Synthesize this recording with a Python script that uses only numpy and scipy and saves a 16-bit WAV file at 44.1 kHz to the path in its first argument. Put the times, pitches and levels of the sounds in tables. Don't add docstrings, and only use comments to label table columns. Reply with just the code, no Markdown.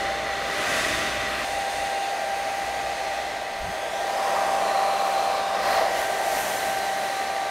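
import sys
import numpy as np
from scipy import signal
from scipy.fft import rfft, irfft
from scipy.io import wavfile
from scipy.ndimage import uniform_filter1d

SR = 44100
rng = np.random.default_rng(int(sys.argv[2]) if len(sys.argv) > 2 else 0)


def volts_from_decibels(level):
    exponent = np.asarray(level, float) / 20
    return 10 ** exponent


def store_wav(level_fs):
    pcm = np.round(np.clip(np.atleast_2d(level_fs), -1, 1) * 32767)
    wavfile.write(sys.argv[1], SR, pcm.T.astype(np.int16))


N = 330750
T = np.arange(N) / SR
F = np.maximum(np.arange(N // 2 + 1) * SR / N, 1)

MAINS_HZ = 60
MAINS_PHASE = 2 * np.pi * MAINS_HZ * T
CHANGE_S, REPEAT = 1.447, 11036
NULL_S, RETURN_S = 6.43, 0.13
TOP_HZ = 15720
SPLIT_DB = -1.5

# time in seconds, blade rate in Hz.
SPEED = [(0, 788.3), (.6, 789.6), (1.2, 788.3), (1.8, 790), (2.7, 789.7), (3.55, 786), (3.95, 788.1),
         (4.8, 785), (5.7, 782.4), (6.38, 783), (6.52, 778.5), (6.7, 780.5), (7.2, 782.2), (7.5, 782.8)]
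# time in seconds, level in dB.
BLADE = [(0, -32), (.45, -34.5), (.75, -38), (1.0, -36.5), (1.44, -36), (1.7, -32), (2.0, -30),
         (3.1, -32.5), (3.4, -36), (3.85, -35), (4.25, -28.5), (5.15, -26), (5.5, -29), (5.76, -26.5),
         (5.9, -29.5), (6.41, -30), (7.4, -31), (7.5, -33.5)]
# time in seconds, level in dB.
OCTAVE = [(0, -53), (.42, -53), (.69, -37), (1.0, -46), (1.44, -44.5), (1.7, -45), (2.0, -43.5), (3.3, -46),
          (3.62, -49), (4.0, -41), (4.2, -51), (4.42, -39), (4.8, -52), (5.4, -43), (5.7, -41.5),
          (6.36, -40.5), (6.65, -39), (7.5, -44)]
# multiple of the shaft rate, level in dB against the blade tone.
SHAFT_ORDERS = [(1, -27.5), (2, -22), (5, -24.5), (6, -16.5), (9, -27), (10, -25.5), (11, -26), (12, -24)]
# time in seconds, order 1 in dB, order 6 in dB.
FACING = [(0, 3, 0), (1.44, -12, 8), (1.46, -6, -8), (2.2, -1, -5), (3, -2, 2), (3.8, 1, -1),
          (4.4, 4.5, -1), (5.2, -0.5, 1), (5.7, 6, 5.5), (6, -2, -0.5), (6.5, 4, 0), (7, 5, -1),
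          (7.2, -3, 5), (7.5, -7, 6)]
# time in seconds, order 2 in dB, order 5 in dB, order 10 in dB.
TURNED = [(0, 2, -9, 6), (.75, 12, -7, 8), (1.44, 4, -22, 4), (2.2, 0, -23, -19), (3.2, -2, -3, 12),
          (4.2, -6, 14, -6), (5.2, -5, 5, -4), (6.2, 4.5, 6, 6), (7.5, 1, 6, -3)]
# multiple of the shaft rate, level in dB.
WHISTLES = [(42, -70), (44, -67), (49, -80), (62, -76)]
BANDS_HZ = [0, 70, 330, 1000, 2800, 6500, 10500, 30000]
# frequency in Hz, density in dB per Hz.
FAR = [(15, -49), (25, -25), (55, -18), (514, -4), (604, -2), (710, -5.5), (770, -7), (835, -9.5),
       (1120, -4.5), (1930, -7), (2330, -9.5), (9480, -27), (15800, -37)]
# frequency in Hz, density in dB per Hz.
NEAR = [(15, -56), (25, -35.5), (248, -19), (730, -6), (791, -7), (858, -7.5), (1040, -15), (1680, -15.5),
        (1930, -16), (3050, -21), (4220, -23.5), (9740, -33), (15800, -42)]
# centre in Hz, width in Hz, lift in dB.
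BARREL = [(641, 187, 9.5), (1870, 280, 0.5), (3650, 1200, 1.5), (6290, 490, 3.5), (9200, 1000, 1.5)]
# start and end in seconds, centre and width in Hz.
RINGS = [(-.2, 1.45, 1950, 180), (1.45, 3.9, 1950, 250), (3.9, 4.85, 1900, 200), (5.55, 7.7, 1930, 300),
         (4.15, 5.9, 1100, 400), (1.45, 2.1, 2800, 130), (.6, 4, 2550, 250), (4.3, 5.4, 2600, 150),
         (-.2, 2.1, 3600, 250), (3.75, 4.05, 3400, 300), (5.42, 5.6, 3700, 200), (-.2, .6, 4200, 200),
         (1.2, 2.1, 4200, 200), (2.8, 3.8, 4200, 180), (4.62, 5.42, 4100, 400), (5.6, 5.88, 4200, 300),
         (6.6, 7.7, 4000, 320), (4.1, 4.6, 5000, 600), (5.3, 5.95, 5000, 500), (-.2, 1.3, 6250, 800),
         (3.5, 3.9, 6480, 250), (1.4, 2.05, 8200, 350), (3.15, 3.6, 8250, 200), (4.5, 5.6, 8300, 300),
         (-.2, 3.2, 9600, 250), (3.7, 4, 9700, 200), (4.4, 4.9, 9650, 200), (6, 6.3, 9650, 200),
         (6.6, 7.7, 9500, 250), (6.3, 7.1, 12000, 600)]
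RINGS_DB = [-5, -6.5, -9, -6.5, -1.5, -15.5, -14, -16.5, -9.5, -7, -4, -12, -12.5, -15, -5, -5.5, -8.5, -13,
            -10, -16.5, -15, -10, -16, -16, -13, -13, -15, -16, -15, -10]
# time in seconds, extra path in ms, share of the direct sound.
MIRROR = [(0, .4, .1), (1.44, .4, .1), (1.46, .45, .15), (3, .45, .1), (3.65, .66, .1), (3.85, .61, .3),
          (4.05, .47, .18), (4.3, .33, .12), (4.5, .6, .15), (4.65, .7, .25), (5, .7, .1), (7.5, .7, .1)]
# time in seconds, lean in dB.
LEAN = [(0, -1), (.5, -3), (1.44, -4.5), (1.7, 0), (2.1, 0.5), (2.6, -0.5), (3.0, 0), (3.6, -4), (3.9, -1),
        (4.37, 3.5), (5.3, 4), (5.47, 1.5), (5.77, 6), (5.97, 2.5), (6.36, 1.5), (6.5, 1), (7.1, -0.5),
        (7.5, -0.5)]
# time in seconds, force in dB.
STRIKE = [(0, -3), (.39, -5.5), (.78, 10.5), (1.2, 0.5), (1.44, 0.5), (1.7, 3), (2.0, -1), (3.1, -3),
          (3.45, -7), (4.35, 1.5), (4.65, 1.3), (5.3, -2), (5.57, -3), (5.9, -0.5), (6.45, 5.5), (6.9, 1.5),
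          (7.2, 1.5), (7.5, -3)]
# time in seconds, openness in dB.
BRISTLES = [(0, 3), (.4, 6), (.8, -7.5), (1.4, 3), (1.7, -4.5), (2.2, -1), (2.55, 0), (3.0, -3), (3.3, 0.5),
            (3.7, 4.5), (4.0, 0), (4.35, -0.5), (4.7, -1), (5.1, 2), (6.2, -0.3), (6.45, 1.5), (7.2, -1),
            (7.5, 1)]
# time and length in seconds, hiss in dB, rumble in dB.
FLICKS = [(.15, .2, -2.2, 1), (.97, .15, 0.5, 2.5), (1.794, 0.085, -2, 7), (2.75, .4, 0.6, 4.5),
          (3.3, 0.27, 1.5, 3), (3.7, .025, -2.5, 10), (3.9, .12, -1.3, 3), (4.55, 0.15, -2, 1.5),
          (5.717, 0.11, 5, 7.5), (5.993, 0.069, 4, 5), (6.36, .06, .1, 4.5), (6.658, 0.091, -0.5, 3),
          (7.3, .1, -1, 2.5)]
LAYERS = {"hum": (-60, 11.5, 0.2, 0, -0.24, -0.3, 1.37), "vent": (-45, 3, -0.23, 0.62, 0.36, 0.55, 0.6),
          "barrel": (-28, 0.3, 1.11, 0.0456, 0.03, -0.13, -0.13),
          "grille": (-33.5, 4, 0.32, 0.43, 0.21, .5, 0.1541), "jet": (-39, 4.5, 0.25, 0.3, -0.1, .6, 0.07),
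          "hiss": (-45.5, 0.3, 0.3, 1.04, 0.06, -0.1, 0.22),
          "bristle": (-50, -1.5, 0.23, 1.63, 1.3, 1.4, 0.33)}
# time in seconds, centre in Hz, level in dB.
PUFF = [
    (3.595, 30, -58),
    (3.622, 42, -35),
    (3.645, 75, -39),
    (3.675, 130, -39),
    (3.7, 170, -41),
    (3.725, 190, -68),
]
# time in seconds, lowest Hz, highest Hz.
SIDE_PATCHES = [(.125, 7500, 13200), (.33, 4160, 7000), (.425, 12400, 15700), (1.12, 5600, 9000),
                (2.1, 6800, 10400), (2.145, 4600, 5800), (2.19, 12400, 15700), (2.75, 8200, 10400),
                (2.84, 11000, 13800), (3.725, 4600, 6260), (3.725, 12400, 13800), (6.205, 13070, 14500),
                (6.325, 6900, 9000), (6.325, 12400, 13820), (6.58, 5600, 10400), (6.79, 4200, 5230),
                (6.905, 7500, 14500), (7.275, 4200, 6300)]


def dryer():
    blade_hz, = curves(SPEED)
    blade_db, = curves(BLADE)
    octave_db, = curves(OCTAVE)
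    turn = 2 * np.pi * np.cumsum(blade_hz / 4 + .1 * walk(20)) / SR
    tones = fan(turn, blade_db, octave_db) + commutator(turn)
    return tones + airflow(turn, blade_db)


def fan(turn, blade_db, octave_db):
    into_null = np.tanh((NULL_S - T) / 0.013)
    out_of_null = -np.tanh(((T - NULL_S) / RETURN_S) ** 2)
    flip = np.where(T < NULL_S, into_null, out_of_null)
    out = flip * volts_from_decibels(blade_db + 1.0 * walk(14)) * np.sin(4 * turn + 0.54 * walk(25))
    out = out + volts_from_decibels(octave_db - 1.0 + 1.1 * walk(12)) * np.sin(8 * turn)
    ripple = 1 + 0.63 * np.cos(MAINS_PHASE)
    steady_db = uniform_filter1d(blade_db, SR)
    facing_db = dict(zip([1, 6, 2, 5, 10], curves(FACING) + curves(TURNED)))
    for order, db in SHAFT_ORDERS:
        fade_db = facing_db.get(order, 2.2 * walk(2))
        out = out + volts_from_decibels(steady_db + db + fade_db) * ripple * np.sin(order * turn + order)
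    return np.sqrt(2) * out


def commutator(turn):
    chop = 1 + 2.7 * np.cos(MAINS_PHASE)
    out = 0
    for order, db in WHISTLES:
        whistle = np.sin(order * turn + .6 * walk(30))
        out = out + volts_from_decibels(db + 2.2 * walk(3.4)) * chop * whistle
    return out


def airflow(turn, blade_db):
    barrel_db, grille_db, jet_db, hiss_db, bristle_db = levels("barrel", "grille", "jet", "hiss", "bristle")
    air_power = volts_from_decibels(barrel_db) ** 2 - 1.28 * volts_from_decibels(blade_db) ** 2
    barrel = np.sqrt(np.maximum(air_power, volts_from_decibels(barrel_db - 8.5) ** 2))
    body = barrel * air(2) + volts_from_decibels(grille_db - 1.75) * air(3)
    body = body + rings([grille_db, jet_db, hiss_db, bristle_db])
    gust = walk(9.7)
    treble = volts_from_decibels(jet_db - 0.72 + 0.34 * gust) * air(4)
    treble = treble + volts_from_decibels(hiss_db - 0.5 + 0.41 * gust) * air(5)
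    treble = treble + volts_from_decibels(bristle_db + 0.33 * gust + 0.24 * walk(25)) * air(6)
    throb = 1 + .025 * np.cos(MAINS_PHASE) + .03 * np.cos(turn)
    return body + throb * mirrored(treble)


def air(band):
    return np.where(T < CHANGE_S, rush(FAR, band), rush(NEAR, band))


def rush(colour, band):
    colour_hz, colour_db = np.transpose(colour)
    db = np.interp(np.log(F), np.log(colour_hz), colour_db)
    for hz, width, lift_db in BARREL:
        db = db + lift_db / (1 + (2 * (F - hz) / width) ** 2)
    share = np.clip(below(BANDS_HZ[band + 1]) - below(BANDS_HZ[band]), 0, 1)
    share = share * below(15800, steep=20)
    random_phase = np.exp(2j * np.pi * rng.random(len(F)))
    return unit(irfft(random_phase * volts_from_decibels(db) * np.sqrt(share), N))


def rings(levels_db):
    noise, out = rfft(rng.standard_normal(N)), 0
    for (start, end, hz, width), db in zip(RINGS, RINGS_DB):
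        ring = unit(irfft(noise / (1 + (2 * (F - hz) / width) ** 2), N))
        gate = np.clip(np.minimum(T - start, end - T) / .12 + .5, 0, 1)
        around_db = levels_db[np.searchsorted(BANDS_HZ, hz) - 4]
        out = out + gate * volts_from_decibels(around_db + db) * ring
    return out


def mirrored(x):
    path_ms, share = curves(MIRROR)
    echo = np.interp(T - path_ms / 1000, T, x)
    return (x + share * echo) / np.sqrt(1 + share ** 2)


def puff():
    hz, db = curves(PUFF)
    swing = 2 * np.pi * np.cumsum(hz * (1 + 0.203 * walk(60))) / SR
    wave = np.sin(swing) + .8 * np.sin(swing / 2 + 1)
    wave = wave + .6 * walk(85) * np.sin(2.3 * swing)
    return volts_from_decibels(db + 2.0 * walk(50)) * (T > 3.5) * (T < 3.8) * wave


def office():
    hum_db, vent_db = levels("hum", "vent") + [1.3 * walk(9), .4 * walk(3.2)]
    hum = volts_from_decibels(hum_db + 2.0) * (np.sin(MAINS_PHASE) + 0.42 * np.sin(2 * MAINS_PHASE))
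    return hum + volts_from_decibels(hum_db - 4) * air(0) + volts_from_decibels(vent_db - .8) * air(1)


def levels(*layers):
    flicks = sum(np.outer(dbs, np.exp(-((T - s) / length) ** 2)) for s, length, *dbs in FLICKS)
    hands = curves(LEAN) + curves(STRIKE) + curves(BRISTLES) + list(flicks)
    controls = [np.ones(N), T < CHANGE_S] + hands
    return np.array([LAYERS[layer] for layer in layers]) @ np.array(controls)


def curves(table):
    s, *columns = np.transpose(table)
    return [np.interp(T, s, c) for c in columns]


def walk(rate):
    k = int(SR / rate)
    held = np.repeat(rng.standard_normal(N // 500)[:N // k + 1], k)[:N]
    return unit(uniform_filter1d(uniform_filter1d(held, k), k))


def unit(x):
    return x / np.sqrt(np.mean(x ** 2))


def below(hz, steep=6):
    return 1 / (1 + (F / max(hz, .01)) ** steep)


def scene():
    mono = dryer() + puff() + office()
    ahead = np.roll(mono, -REPEAT)
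    swap = np.clip(np.minimum(T - CHANGE_S, CHANGE_S + REPEAT / SR - T) / .002 + .5, 0, 1)
    mono = np.sqrt(1 - swap) * mono + np.sqrt(swap) * ahead
    mono = irfft(rfft(mono) * (F < TOP_HZ), N)
    return np.array([mono, mono])


def band_limit(x):
    return signal.sosfilt(signal.butter(12, 15980, fs=SR, output="sos"), x)


def record(dry):
    size = 2048
    hz, side = np.arange(size // 2 + 1) * SR / size, np.zeros(N)
    window = np.sin(np.pi * np.arange(size) / size)
    for s, low_hz, high_hz in SIDE_PATCHES:
        start = int(s * SR) - size // 2
        colour = np.abs(rfft(window * dry[0, start:start + size])) * (hz > low_hz) * (hz < high_hz)
        random_phase = np.exp(2j * np.pi * rng.random(len(hz)))
        side[start:start + size] += volts_from_decibels(SPLIT_DB) * window * irfft(colour * random_phase)
    return band_limit(dry + np.array([side, -side]))


dry = scene()
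out = record(dry)
store_wav(out)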